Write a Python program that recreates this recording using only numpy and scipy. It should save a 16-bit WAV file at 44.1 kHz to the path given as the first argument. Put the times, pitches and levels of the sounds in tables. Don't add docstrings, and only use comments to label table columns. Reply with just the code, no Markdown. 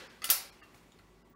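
import sys
import numpy as np
from scipy import signal
from scipy.fft import rfft, irfft
from scipy.io import wavfile
from scipy.ndimage import map_coordinates

SR = 44100
rng = np.random.default_rng(int(sys.argv[2]) if len(sys.argv) > 2 else 0)


def volts(x):
    e = np.asarray(x, float) / 20
    return 10 ** e


def unload_wav(signal):
    wavfile.write(
        sys.argv[1],
        SR,
        np.round(np.clip(np.atleast_2d(signal).T, -1, 1) * 32767).astype(np.int16),
    )


N = 59535

# pitch_hz, level_db (per Hz)
EARLIER_COLOUR = [(120, -35.5), (200, -14), (430, -4.5), (534, -15), (1130, -14.5), (1650, -7.5),
                  (1810, -13), (3750, -14), (15500, -38.5)]
EARLIER_DB, EARLIER_T60_SCALE = -48.5, 1.5
# pitch_hz, level_db (per Hz)
FLOOR_COLOUR = [(18, -30), (30, -8.5), (353, -4.5), (566, -12), (1120, -11.5), (1310, -16.5), (1990, -16),
                (3190, -21), (15800, -34)]
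# time_s, level_db
BUSTLE = [
    (0.52, -61.5),
    (0.732, -62),
    (0.98, -65),
    (1.248, -67.5),
    (1.35, -71.5),
]
FLOOR_DB, BUSTLE_FULL_HZ, PATCHY_DB = -62, 1520, -1
# pitch_hz, level_db (rms), wobble_db
HUM = [(49.3, -70.5, -2.4), (99, -77.5, 4.5), (169.9, -73.5, 0), (236.7, -75.5, 1.5), (365.3, -74.5, 3.5),
       (398, -77.5, 1), (1137, -78.5, 3), (1980, -84.5, 5)]
# start_s, peak_db, pitch_hz, t60_s, click_db
TICKS = [(.02, -48, 530, .08, -70), (.107, -56, 4900, .01, -64), (.2196, -46, 4520, .018, -60),
         (.2915, -38, 4500, .014, -55), (.318, -39, 760, .04, -70), (.322, -46, 560, .09, -80),
         (.445, -54, 560, .06, -80), (.495, -57, 3300, .08, -80), (.622, -54, 1750, .04, -80),
         (.628, -58, 2750, .12, -80), (.744, -53, 2200, .02, -60), (.748, -51, 105, .14, -90),
         (.9205, -49, 3650, .007, -49), (.9212, -54, 7000, .009, -70), (.9895, -52, 4350, .008, -53),
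         (.993, -56, 2050, .018, -70), (.996, -54, 1380, .022, -70), (1.274, -57, 950, .02, -62),
         (1.297, -64, 15400, .14, -60)]
# start_s, peak_db, chatter_s, tilt_db (per octave)
KNOCKS = [
    (.2194, -34, .0055, -0.7),
    (.2305, -39, .0045, -5.5),
    (.2913, -26, .0065, 2.8),
    (.617, -49.5, .016, -4),
]
# pitch_hz, level_db, t60_s
CASE_MODES = [(818, -15.5, 0.013), (1223, -2.5, 0.042), (1600, -7.5, .018), (1958, -0.1, .022),
              (2560, -5.5, 0.025), (3280, -7.5, .009), (4440, 0, 0.007), (6520, -8, 0.0066),
              (9380, -11.5, .005), (12400, -19, 0.0067), (14120, -17, 0.0047)]
# start_s, peak_db, chatter_s, tilt_db (per octave)
SNAPS = [
    (.2421, -17.5, .0032, -1.1),
    (.3011, -8, .0017, 1.76),
]
# pitch_hz, first_snap_db, second_snap_db, t60_s
STEEL_MODES = [(1328, -14, -13.5, 0.032), (2040, -10, -17, .02), (2930, -6, -6, 0.017),
               (3480, -1.5, -2.5, .014), (4500, -2, -15, .015), (5510, -4.5, -1, 0.0075),
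               (6980, -2, -18.5, 0.0067), (9550, -5, -5.5, 0.017), (10100, 4, -7.5, 0.0099),
               (11500, -11.5, -6.5, .007), (12960, -8, 0, 0.01), (13860, -1, 0, 0.017),
               (15720, -3, -7, 0.033)]
TOUCHES, STRENGTH_SPREAD_DB, TOUCH_FADE_DB = 8, 1, 6.5
STEEL_CRACK_DB, CASE_CRACK_DB, CRACK_LOW_HZ, PUSH_DB = 4, -18.5, 810, 2.5
# pitch_hz, t60_s
ROOM_T60 = [(300, 0.37), (790, 0.59), (2090, 0.51), (5510, 0.38), (14600, 0.24)]
# pitch_hz, level_db
ROOM_COLOUR = [(150, -17.5), (400, 0.5), (1000, -1), (2500, -1.34), (5000, 1.6), (7800, -2), (12000, 6),
               (15500, -5)]
ROOM_DB, ROOM_RISE_S, EARLY_DB, EARLY_T60_S = -23, 0.0021, 0, 0.092
RING_IN_ROOM_DB, CASE_IN_ROOM_DB, TICKS_IN_ROOM_DB = -11, -8, -12
# start_s, level_db, t60_s, tilt_db (per octave)
RUBS = [
    (.7425, -56, .16, -4),
    (.768, -63, .2, -2.5),
    (.632, -64, .1, -4),
    (.987, -62, .1, -5),
]
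# centre_s, all_kept_below_hz, then three kept bands, each kept_hz
THIN_MOMENTS = [(.086, 2700, 4650, 5300, 5300), (.513, 1450, 2400, 4250, 5500),
                (.619, 2250, 2800, 4650, 4650), (1.238, 1050, 1450, 2850, 4900),
                (1.346, 600, 1100, 1400, 1800)]
KEPT_HALF_WIDTH_HZ, KEPT_BOOST, LOST_SHARE = 150, .9, .9
MIC_LOW_HZ, CUTOFF_HZ = 36, 15750


def rms_one(x):
    return x / np.sqrt(np.mean(x ** 2) + 1e-20)


def at_hz(points, hz):
    pitch_hz, value = np.transpose(points)
    return np.interp(np.log(hz), np.log(pitch_hz), value)


def drift(rate):
    knots = rng.standard_normal(300)
    return map_coordinates(knots, [np.arange(N) / SR * rate], order=3)


def bands():
    edges = 28 * 2 ** np.arange(0, 9.4, 1 / 3)
    white = rng.standard_normal((2, N + 4000))
    out = []
    for k, (low, high) in enumerate(zip(edges, edges[1:])):
        band = signal.butter(2, [low, high], "band", fs=SR, output="sos")
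        noise = signal.sosfilt(band, white[k % 2])
        out.append((np.sqrt(low * high), noise[4000:]))
    return out


def tilted(x, tilt_db, low_hz):
    hz = np.fft.rfftfreq(len(x), 1 / SR) + 1
    x = irfft(rfft(x) * volts(tilt_db * np.log2(hz / 4000)), len(x))
    return signal.sosfilt(signal.butter(2, low_hz, "high", fs=SR, output="sos"), x)


def earlier_clatter():
    t = np.arange(N) / SR
    parts = [(hz, noise * volts(at_hz(EARLIER_COLOUR, hz))) for hz, noise in bands()]
    scale = np.std(sum(noise for hz, noise in parts))
    tail = 0
    for hz, noise in parts:
        tail = tail + noise * volts(-60 * t / at_hz(ROOM_T60, hz) / EARLIER_T60_SCALE)
    return volts(EARLIER_DB) / scale * tail


def shop_floor():
    bustle = np.interp(np.arange(N) / SR, *np.transpose(BUSTLE))
    bustle = bustle - bustle.mean()
    tone = 0
    for hz, noise in bands():
        follow = min(1, hz / BUSTLE_FULL_HZ)
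        tone = tone + noise * volts(at_hz(FLOOR_COLOUR, hz) + PATCHY_DB * drift(24) + bustle * follow)
    return volts(FLOOR_DB) * rms_one(tone)


def lamp_hum():
    t, out = np.arange(N) / SR, np.zeros(N)
    for hz, db, wobble_db in HUM:
        loudness = np.sqrt(2) * volts(db + wobble_db * drift(20))
        out += loudness * np.sin(2 * np.pi * (hz * t + rng.random()))
    return out


def ticks():
    t, out = np.arange(N) / SR, np.zeros(N)
    for s, db, hz, t60, click_db in TICKS:
        age = np.maximum(t - s, 0)
        out += volts(db - 60 * age / t60) * np.sin(2 * np.pi * hz * age)
        out[int(s * SR)] += volts(click_db)
    return out


def struck(hits, modes, crack_db):
    out, t = np.zeros((3, N + SR)), np.arange(SR // 5) / SR
    lead = 64
    for k, (s, db, chatter, tilt_db) in enumerate(hits):
        when = np.sort(rng.random(TOUCHES))
        chance = rng.standard_normal((len(modes) + 1, TOUCHES))
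        at = ((when - when[0]) * chatter * SR).astype(int)

        crack = np.zeros(len(t) + lead)
        np.add.at(crack, at + lead, np.sign(chance[-1]) * volts(crack_db + STRENGTH_SPREAD_DB * chance[0]))
        crack = tilted(crack, tilt_db, CRACK_LOW_HZ)[-len(t):]
        blow = np.zeros(len(t) + lead)
        blow[lead] = 1
        push = tilted(blow, tilt_db, CRACK_LOW_HZ)[-len(t):]
        push = push * volts(PUSH_DB) * crack.std() / push.std()

        rings = np.zeros(len(t))
        for (hz, *levels_db, t60), c in zip(modes, chance):
            clicks = np.zeros(at[-1] + 1)
            np.add.at(clicks, at, volts(STRENGTH_SPREAD_DB * c - TOUCH_FADE_DB * when) * np.sign(c))
            one_ring = np.sin(2 * np.pi * hz * t) * volts(-60 * t / t60)
            ring = np.convolve(one_ring, clicks)[:len(t)]
            level_db = levels_db[k % len(levels_db)] + tilt_db * np.log2(hz / 4000)
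            rings += ring / np.abs(ring).max() * volts(level_db)

        i = int(s * SR)
        peak = np.abs(rings + crack).max()
        out[:, i:i + len(t)] += volts(db) * np.array([rings, crack, push]) / peak
    return out[:, :N]


def case_knocks():
    return struck(KNOCKS, CASE_MODES, CASE_CRACK_DB)


def steel_snaps():
    return struck(SNAPS, STEEL_MODES, STEEL_CRACK_DB)


def room(x):
    t = np.arange(N) / SR
    tail = 0
    for hz, noise in bands():
        late = volts(-60 * t / at_hz(ROOM_T60, hz))
        early = volts(EARLY_DB - 60 * t / EARLY_T60_S)
        tail = tail + noise * volts(at_hz(ROOM_COLOUR, hz)) * (late + early)
    tail = tail * (1 - np.exp(-t / ROOM_RISE_S))
    return volts(ROOM_DB) * signal.fftconvolve(x, tail)[:N]


def rubs():
    t, out = np.arange(N) / SR, np.zeros(N)
    for s, db, t60, tilt_db in RUBS:
        age = np.maximum(t - s, 0)
        grains = rng.standard_normal(N) * volts(3.0 * drift(140))
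        swell = volts(db - 60 * age / t60) * (1 - np.exp(-age / .002))
        out += rms_one(tilted(grains, tilt_db, 700)) * swell
    return out


def scene():
    steel_rings, steel_cracks, steel_push = steel_snaps()
    case_rings, case_cracks, case_push = case_knocks()
    small = ticks()
    into_room = steel_push + case_push + volts(RING_IN_ROOM_DB) * steel_rings
    into_room = into_room + volts(CASE_IN_ROOM_DB) * case_rings + volts(TICKS_IN_ROOM_DB) * small
    echo = room(into_room)
    direct = steel_rings + steel_cracks + case_rings + case_cracks + small + rubs()
    background = earlier_clatter() + shop_floor() + lamp_hum()
    return (direct + echo + background)[None]


def microphone(x):
    x = signal.sosfilt(signal.ellip(12, .5, 60, CUTOFF_HZ, fs=SR, output="sos"), x)
    return signal.sosfilt(signal.butter(4, MIC_LOW_HZ, "high", fs=SR, output="sos"), x)


def thinned(x):
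    size = 2048
    out = np.pad(x, size)
    window = np.sin(np.pi * (np.arange(size) + .5) / size) ** 1.4
    hz = np.fft.rfftfreq(size, 1 / SR)
    for s, low_hz, *kept_hz in THIN_MOMENTS:
        i = int(s * SR) + size // 2
        kept = np.abs(hz[:, None] - kept_hz).min(axis=1) < KEPT_HALF_WIDTH_HZ
        lost = np.where(kept, -KEPT_BOOST, LOST_SHARE * (hz > low_hz))
        out[i:i + size] -= window * irfft(rfft(out[i:i + size] * window) * lost)
    return out[size:-size]


def band_limit(x):
    return signal.sosfilt(signal.butter(12, 17150, fs=SR, output="sos"), x)


def record(dry):
    mix = thinned(microphone(dry[0]))[None]
    return band_limit(mix)


dry = scene()
out = record(dry)
unload_wav(out)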